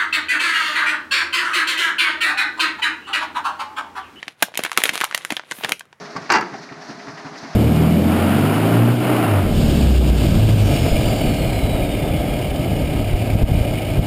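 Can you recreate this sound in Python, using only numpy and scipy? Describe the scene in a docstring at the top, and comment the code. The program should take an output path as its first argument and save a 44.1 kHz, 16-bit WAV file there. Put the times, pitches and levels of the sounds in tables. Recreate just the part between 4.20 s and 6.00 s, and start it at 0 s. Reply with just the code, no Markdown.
"""Sharp snaps and fine crinkling of foil, close up: a hand rummages in a torn-open packet for a small toy.
Creases buckle, each ringing a patch of foil for a millisecond or two; a few leave taut foil buzzing, and the
pouch rings briefly as the toy pops free. Between snaps tiny creases tick, sliding fingers hiss and bump the
pouch, and the hand swishes out. A small, quiet room answers."""
import sys
import numpy as np
from scipy import signal
from scipy.fft import rfft, irfft
from scipy.io import wavfile
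from scipy.ndimage import uniform_filter1d

SR = 44100
rng = np.random.default_rng(int(sys.argv[2]) if len(sys.argv) > 2 else 0)


def int16_out(signal):
    """Quantize to a 16-bit WAV file."""
    q = np.round(np.clip(np.atleast_2d(signal).T, -1, 1) * 32767)
    wavfile.write(sys.argv[1], SR, q.astype(np.int16))


N = 79380
SIZE = 4096  # samples per short event
BIN_HZ = np.fft.rfftfreq(SIZE, 1 / SR)


def amp(db):
    """Decibels to gain."""
    return 10 ** (np.asarray(db) / 20)


def unit(x):
    """Scale to rms 1."""
    return x / np.sqrt(np.mean(abs(x) ** 2) + 1e-20)


def read(points, hz):
    """Interpolate a table over log frequency."""
    point_hz, value = np.transpose(points)
    return np.interp(np.log(hz + 1), np.log(point_hz), value)


def add(mix, start_s, sound):
    """Mix a sound in at start_s."""
    part = mix[max(round(start_s * SR), 0):][:len(sound)]
    part += sound[:len(part)]


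def coloured(x, spectrum):
    """Filter N samples by a spectrum table; rms 1."""
    return unit(irfft(rfft(x) * amp(read(spectrum, np.fft.rfftfreq(N, 1 / SR))), N))


def minimum_phase(gain):
    """Spectrum with this gain and the most abrupt onset."""
    cepstrum = irfft(np.log(np.maximum(gain, 1e-6 * gain.max())))
    cepstrum[1:SIZE // 2] *= 2
    cepstrum[SIZE // 2 + 1:] = 0
    return np.exp(rfft(cepstrum))


def foil_patch(hz, q, slope=1.69):
    """Gain curve of a foil patch's broad resonance."""
    ratio = (BIN_HZ + 1) / hz
    return unit((1 + (q * (ratio - 1 / ratio)) ** 2) ** (-slope / 2))


def grains(per_s, spread_db=3.5):
    """Random tiny clicks of uneven size."""
    size = amp(spread_db * np.minimum(rng.exponential(1, N), 4)) * rng.choice([-1, 1], N)
    return size * (rng.random(N) < per_s / SR)


def handling(ticks_per_s=2200, hiss_grains_per_s=2300):
    """Tiny creases crinkle, skin hisses over foil, the pouch rustles low."""
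    # envelopes: (time [s], crinkle [dB], hiss [dB], rustle [dB])
    envelopes = [(0, -47.5, -66, -61), (0.121, -53.5, -65, -65), (.16, -70, -84, -80),
                 (0.212, -46, -54, -62), (.31, -60, -70, -60), (.365, -50, -64, -61),
                 (0.389, -40, -44, -52), (.425, -41, -52, -56), (.46, -27.5, -53, -41),
                 (.49, -47.5, -52, -63), (.56, -44, -57, -52), (.59, -29, -38, -58), (.63, -41, -43, -54),
                 (0.659, -23, -29, -43.5), (0.721, -40, -51, -48), (.745, -32, -38, -48),
                 (.79, -35, -42.5, -58), (0.822, -29.5, -46, -72), (0.891, -44.5, -55, -56),
                 (.94, -46.5, -58, -56), (1.0, -40, -57, -55), (1.089, -51, -52, -57),
                 (1.118, -32.5, -58, -48), (1.16, -46.5, -50.5, -72), (1.21, -51.5, -84, -74.5),
                 (1.259, -55.5, -66, -62), (1.325, -44.5, -53.5, -55), (1.358, -44.5, -47.5, -56),
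                 (1.421, -43.5, -55, -55), (1.445, -27, -48.5, -37), (1.475, -41, -52, -42.5),
                 (1.512, -37, -50, -40), (1.582, -71.5, -57, -65.5), (1.64, -69.5, -83, -64.5),
                 (1.8, -76.5, -79.5, -80)]
    # spectra: (frequency [Hz], relative density [dB])
    crinkle_spectrum = [(100, -30), (300, -9), (600, -3.5), (1300, -1), (2300, 0), (3800, -3.5),
                        (5200, -16), (8000, -19), (16000, -39.5)]
    hiss_spectrum = [(1500, -27), (4000, -0.5), (7200, 0), (8300, -1.5), (9500, 9), (12000, -0.5),
                     (14000, -9.5), (16000, -15)]
    rustle_spectrum = [(25, -25.5), (55, -31), (90, -8), (150, 2), (280, 0.5), (500, 4.5), (1200, -20),
                       (5000, -56.5)]
    times_s, *levels_db = np.transpose(envelopes)
    t = np.arange(N) / SR
    crinkle_gain, hiss_gain, rustle_gain = [amp(np.interp(t, times_s, db)) for db in levels_db]
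    ticks, patches_hz = np.zeros(N), np.geomspace(500, 9000, num=12)
    for hz in patches_hz:
        tick = irfft(minimum_phase(foil_patch(hz, q=1))) * np.sqrt(hz)
        ticks += signal.oaconvolve(grains(ticks_per_s / len(patches_hz)), tick)[:N]
    # grains plus smooth friction noise
    crinkle = coloured(unit(ticks) + 0.36 * rng.standard_normal(N), crinkle_spectrum)
    hiss = coloured(unit(grains(hiss_grains_per_s)) + 0.7 * rng.standard_normal(N), hiss_spectrum)
    rustle = coloured(rng.standard_normal(N), rustle_spectrum)
    return crinkle_gain * crinkle + hiss_gain * hiss + rustle_gain * rustle


def snap(ring_ms, hz, q, ring_db, push_db, crack_db, top_hz, chatter_share=0.82):
    """A crease flips and chatters briefly: the patch rings, pushes air and cracks."""
    # spectra: (frequency [Hz], relative density [dB])
    push_spectrum = [(30, -50), (70, -32.5), (130, -13), (300, -1.5), (480, -3), (750, -0.5), (1100, -3),
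                     (2500, -36.5), (16000, -70.5)]
    crack_spectrum = [(500, -44), (3000, 3), (5200, -6.5), (6100, -3), (7200, 0), (8300, -5), (9200, 2.5),
                      (11500, 0), (14000, 0), (16000, -8.5)]
    t_ms = np.arange(SIZE) / SR * 1000
    chatter = unit(rng.standard_normal(SIZE) * (t_ms / ring_ms) ** 0.7 * np.exp(-2.3 * t_ms / ring_ms))
    flip = unit(signal.unit_impulse(SIZE))
    drive = rfft(chatter_share * chatter + (1 - chatter_share) * flip)
    drive_trend = np.sqrt(uniform_filter1d(abs(drive) ** 2, size=90))
    lowpass = 1 / np.sqrt(1 + (BIN_HZ / top_hz) ** 10)
    ring = amp(ring_db + 0.5) * unit(foil_patch(hz, q) * lowpass)
    push = amp(push_db + 1) * unit(amp(read(push_spectrum, BIN_HZ)))
    crack = amp(crack_db - 1) * unit(amp(read(crack_spectrum, BIN_HZ)) * lowpass)
    gain = np.sqrt(ring ** 2 + push ** 2 + crack ** 2)
    return irfft(drive * minimum_phase(gain / drive_trend)) * np.sqrt(SR / 1000)


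def pouch(x, rattle_db=-11.5, rise_s=0.001, decay_s=0.0085):
    """A snap rattles round the packet and bounces off hands and nearby surfaces."""
    # near reflections: (delay [s], gain [ratio])
    echoes = [(.0023, -0.015), (.0036, -0.086), (.0062, 0.067), (.0078, -0.03), (0.0107, 0.0091)]
    t = np.arange(SIZE) / SR
    rattle = rng.standard_normal(SIZE) * np.minimum(t / rise_s, 1) * np.exp(-t / decay_s)
    response = amp(rattle_db) * unit(rattle) / np.sqrt(SIZE)
    response[0] = 1  # direct path
    for delay_s, gain in echoes:
        add(response, delay_s, gain * np.array([1, 2, 1]) / 4)
    return signal.oaconvolve(x, response)[:N]


def snaps():
    """The loud creases buckle, each at its own place on the packet."""
    # (time [s], ring length [ms], patch pitch [Hz], Q, ring, air push, crack [relative dB], cutoff [Hz])
    creases = [(0.0285, 2.2, 2050, 1.6, -20.5, -33.5, -59, 8060),
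               (0.0807, 0.1, 2130, 1.3, -19.5, -35, -38, 6200),
               (0.0826, 0.57, 2550, 1.2, -25, -32, -37, 11600),
               (0.224, 0.78, 774, 0.6, -10, -16, -12, 16200),
               (0.2261, 1.1, 2620, 1.22, -4.5, -14, -3, 14700),
               (0.2284, 2.26, 1644, 3.1, -7.5, -13.5, -16, 11400),
               (0.284, 1.8, 625, 1.6, -37, -30.5, -46, 13100), (0.319, 1.5, 700, 1.7, -37, -53, -52, 9800),
               (0.3404, 0.73, 1850, 1.2, -28, -37.5, -50, 6600),
               (0.347, 0.58, 2090, 0.78, -30, -46, -39, 11700),
               (0.3547, 0.85, 2580, 2, -22, -34, -35, 10100),
               (0.3744, 1.76, 2350, 2, -15, -27.5, -10, 12700),
               (0.391, 3, 2650, 1.3, -19, -16.5, -35, 14200),
               (0.393, 0.6, 1310, 0.9, -19.5, -20, -33, 14200),
               (0.404, 1.9, 1980, 2.1, -25, -30.5, -43, 12100),
               (0.4365, 1.7, 2200, 1.8, -14.5, -30, -14.5, 12700),
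               (0.4495, 2.8, 1710, 1.2, -12, -24.5, -22, 13100),
               (0.462, 1.9, 1560, 1.5, -17, -28, -32, 11300),
               (0.4954, 1.9, 1520, 1.3, -26.5, -45, -50, 12000),
               (0.517, 0.92, 1530, 1.02, -15.5, -39, -22.5, 10000),
               (0.5306, 1.2, 1470, 0.65, -24, -50, -27, 10300),
               (0.5662, 0.8, 1760, 1.7, -24.5, -52, -49, 10700),
               (0.5748, 1.73, 1630, 0.9, -2, -18, -6.5, 14900),
               (0.5822, 1.7, 1160, 0.7, -30, -15, -16, 8700),
               (0.6041, 0.88, 2400, 1.6, -21, -27, -26, 12200),
               (0.619, 0.78, 1750, 1.5, -15.5, -30, -37, 11800),
               (0.6373, 1.26, 2140, 2.5, -4, -19.5, -4, 14400),
               (0.6544, 2.9, 2070, 1.5, -10, -18.5, -22, 11900),
               (0.6621, 1.4, 2290, 3.4, -24, -37, -27, 11700),
               (0.6924, 0.5, 2050, 1.86, -6, -22.5, -26, 15100),
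               (0.6941, 2, 2560, 0.88, -14.5, -25.5, -24, 12100),
               (0.7348, 5.3, 2000, 1.5, -25, -25.5, -22.5, 12400),
               (0.7452, 1.3, 2380, 1.2, -26, -34, -29, 14100),
               (0.7556, 0.55, 1440, 0.59, -15, -27, -19.5, 11700),
               (0.7775, 0.43, 1960, 0.59, -16.5, -41, -22, 10700),
               (0.7802, 3.9, 1970, 1, -36, -40, -41, 13200), (0.8045, 0.6, 2310, 1.4, -17, -30, -23, 11300),
               (0.8123, 1.9, 1800, 1.26, -9, -19, -18, 14100),
               (0.8175, 0.77, 1570, 2.1, -10.5, -33, -28, 10400),
               (0.8377, 0.63, 1040, 1.47, -10.5, -37, -39, 11100),
               (0.8422, 0.86, 1370, 0.96, -11, -41, -12, 13100),
               (0.8487, 2.2, 2420, 1.1, -19, -44, -37, 11500),
               (0.9116, 1.1, 1390, 1.04, -20, -42, -45, 10600),
               (0.9255, 0.61, 1600, 1.5, -20.5, -33.5, -50, 10600),
               (0.9462, 0.66, 2230, 1.3, -16.5, -35, -36, 13000),
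               (0.9476, 2, 1840, 0.76, -7.5, -29, -15, 16000),
               (0.977, 1.3, 1310, 0.89, -21.5, -47, -18, 10100),
               (1.0498, 0.35, 1690, 2, -14.5, -31.5, -18.5, 10600),
               (1.1038, 0.78, 1460, 0.97, -20.5, -50, -46, 10800),
               (1.1051, 1.94, 1900, 0.98, -13, -22, -28, 13900),
               (1.1221, 2.1, 2100, 2.9, -17.5, -20.5, -19.5, 10000),
               (1.1674, 0.8, 3130, 2.6, -13.5, -27.5, -31, 16000),
               (1.1704, 2.6, 1730, 1.8, -22, -32.5, -39, 10200),
               (1.1955, 1.3, 1090, 0.81, -18.5, -37, -41, 6500),
               (1.2356, 1.5, 1790, 2.4, -40, -38.5, -67, 12500),
               (1.3117, 2.6, 1950, 3.8, -17, -27.5, -20, 8800),
               (1.3195, 1.7, 1550, 2.9, -20, -25, -20, 7300),
               (1.3868, 1.5, 2050, 1.4, -35, -40.5, -35, 16000),
               (1.4099, 1.3, 910, 1.0, -28, -51, -46, 16000),
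               (1.4361, 0.67, 1740, 0.62, -23, -24, -43, 13000),
               (1.4382, 1.1, 2960, 2.6, -18.5, -26, -37, 13700),
               (1.4466, 2.1, 1870, 1.02, -11.5, -18.5, -25, 12100),
               (1.4881, 2.3, 1820, 0.76, -25, -25, -44, 16000),
               (1.4934, 0.66, 1100, 0.67, -17.5, -32, -17, 12100),
               (1.511, 1.04, 820, 1.7, -31, -28, -34, 13400),
               (1.5204, 1.73, 2220, 1.33, -6.5, -21, -13, 12500),
               (1.5951, 0.97, 2070, 3.5, -44, -55, -27, 11100),
               (1.6078, 2.1, 1470, 0.9, -25.5, -51, -55, 9000),
               (1.654, 1.7, 1390, 0.7, -49.5, -55, -55, 12000),
               (1.7278, 1.86, 1020, 0.49, -35, -49, -63.5, 8200)]
    out = np.zeros(N)
    for start_s, *crease in creases:
        add(out, start_s, pouch(snap(*crease)))
    return out


def bumps(rise_s=0.00087, sag=0.27, highpass_hz=110):
    """Fingers bump the pouch; the air inside thuds with sagging pitch and no deep bass."""
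    # thuds: (time [s], level [dB], mid-glide pitch [Hz], decay [s])
    thuds = [(.072, -30, 254, 0.002), (.226, -19, 251, 0.0071), (.391, -19, 291, 0.0031),
             (0.436, -29.5, 190, 0.0046), (0.579, -24.5, 236, 0.0079), (0.651, -44, 250, 0.0042),
             (.722, -26.5, 280, .004), (1.109, -24, 324, 0.0058), (1.121, -11.5, 280, 0.0034),
             (1.385, -30, 240, 0.0057), (1.446, -22.5, 167, 0.0043), (1.52, -28, 265, 0.0018)]
    out, t = np.zeros(N), np.arange(SIZE) / SR
    for start_s, db, hz, decay_s in thuds:
        fade = np.exp(-t / decay_s)
        cycles = np.cumsum(hz * (1 - sag + 2 * sag * fade)) / SR
        add(out, start_s, amp(db) * (1 - np.exp(-t / rise_s)) * fade * np.sin(2 * np.pi * cycles))
    return signal.sosfilt(signal.butter(2, highpass_hz, "high", fs=SR, output="sos"), out)


def noise_band(centre_hz, width_hz):
    """Noise band whose centre may move; rms 1."""
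    offset_hz = np.fft.rfftfreq(N, 1 / SR)
    bell = np.exp(-(2 * offset_hz / width_hz) ** 2 / 2)
    in_phase, quadrature = irfft(rfft(rng.standard_normal((2, N))) * bell, N)
    phase = 2 * np.pi * np.cumsum(centre_hz * np.ones(N)) / SR
    return unit(in_phase * np.cos(phase) + quadrature * np.sin(phase))


def rings():
    """Foil buzzes on briefly after some snaps, in a narrow band; the last, longer ring is the pouch ringing as
    the toy pops free."""
    # ringing foil: (time [s], level [dB], pitch [Hz], decay [s])
    ringing = [(.517, -22, 1333, .004), (.576, -25, 1280, .006), (.638, -17, 3564, .004),
               (1.521, -32.5, 2640, 0.023)]
    out, t = np.zeros(N), np.arange(N) / SR
    for start_s, db, hz, decay_s in ringing:
        add(out, start_s, amp(db) * np.exp(-t / decay_s) * noise_band(hz, width_hz=660))
    return out


def swish():
    """The hand slides out: skin on foil, brighter as it speeds up."""
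    # slide: (time [s], level [dB], band centre [Hz])
    slide = [(1.27, -80, 9870), (1.32, -54, 10450), (1.361, -46, 11500), (1.394, -45, 12700),
             (1.44, -51, 13670), (1.47, -61, 12300), (1.53, -83.5, 11100)]
    times_s, db, hz = np.transpose(slide)
    t = np.arange(N) / SR
    envelope = amp(np.interp(t, times_s, db)) * (t > times_s[0]) * (t < times_s[-1])
    return envelope * noise_band(np.interp(t, times_s, hz), width_hz=5400)


def room(x, wet_db=-16.5, delay_s=0.005, tails=3, crossfade_hz=5):
    """Short diffuse tails, each band dying at its own rate, crossfade as the packet moves."""
    # reverberation time: (frequency [Hz], T60 [s])
    t60 = [(150, 0.17), (600, 0.18), (2500, 0.24), (8000, 0.12), (16000, 0.11)]
    # tail colour: (frequency [Hz], relative level [dB])
    colour = [(150, 1), (600, 1.5), (2500, -5.5), (6000, 6.5), (11000, 2), (16000, 4.5)]
    out, t = np.zeros(N), np.arange(N) / SR
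    for k in range(tails):
        hz, age_s, bands = signal.stft(rng.standard_normal(SR // 2), SR, nperseg=256)
        bands *= amp(read(colour, hz)[:, None] - 60 * age_s / read(t60, hz)[:, None])
        tail = signal.istft(bands, SR, nperseg=256)[1]
        weight = np.cos(2 * np.pi * (t * crossfade_hz + k / tails)) * np.sqrt(2 / tails)
        add(out, delay_s, signal.fftconvolve(x * weight, tail / np.linalg.norm(tail)))
    return amp(wet_db) * out


def still_air(level_db=-60.5):
    """Faint steady noise of the room's air."""
    # noise floor: (frequency [Hz], relative density [dB])
    spectrum = [(25, -20), (120, 7), (400, -3), (2000, -2), (4000, -20), (6000, -20.5), (16000, -30.5)]
    return amp(level_db) * coloured(rng.standard_normal(N), spectrum)


def scene():
    """Packet, room and still air; mono."""
    packet = snaps() + rings() + bumps() + handling() + swish()
    return (packet + room(packet) + still_air())[None]


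def record(dry):
    """Microphone overload clips the loudest peaks; then bass cut and band limit."""
    ceiling, highpass_hz, lowpass_hz = 0.92, 60, 16200
    bass_cut = signal.butter(2, highpass_hz, "high", fs=SR, output="sos")
    band_limit = signal.firwin(255, lowpass_hz, window=("kaiser", 8), fs=SR)
    clipped = np.clip(dry, -ceiling, ceiling)
    return signal.oaconvolve(signal.sosfilt(bass_cut, clipped), band_limit[None], "same")


dry = scene()
out = record(dry)
int16_out(out)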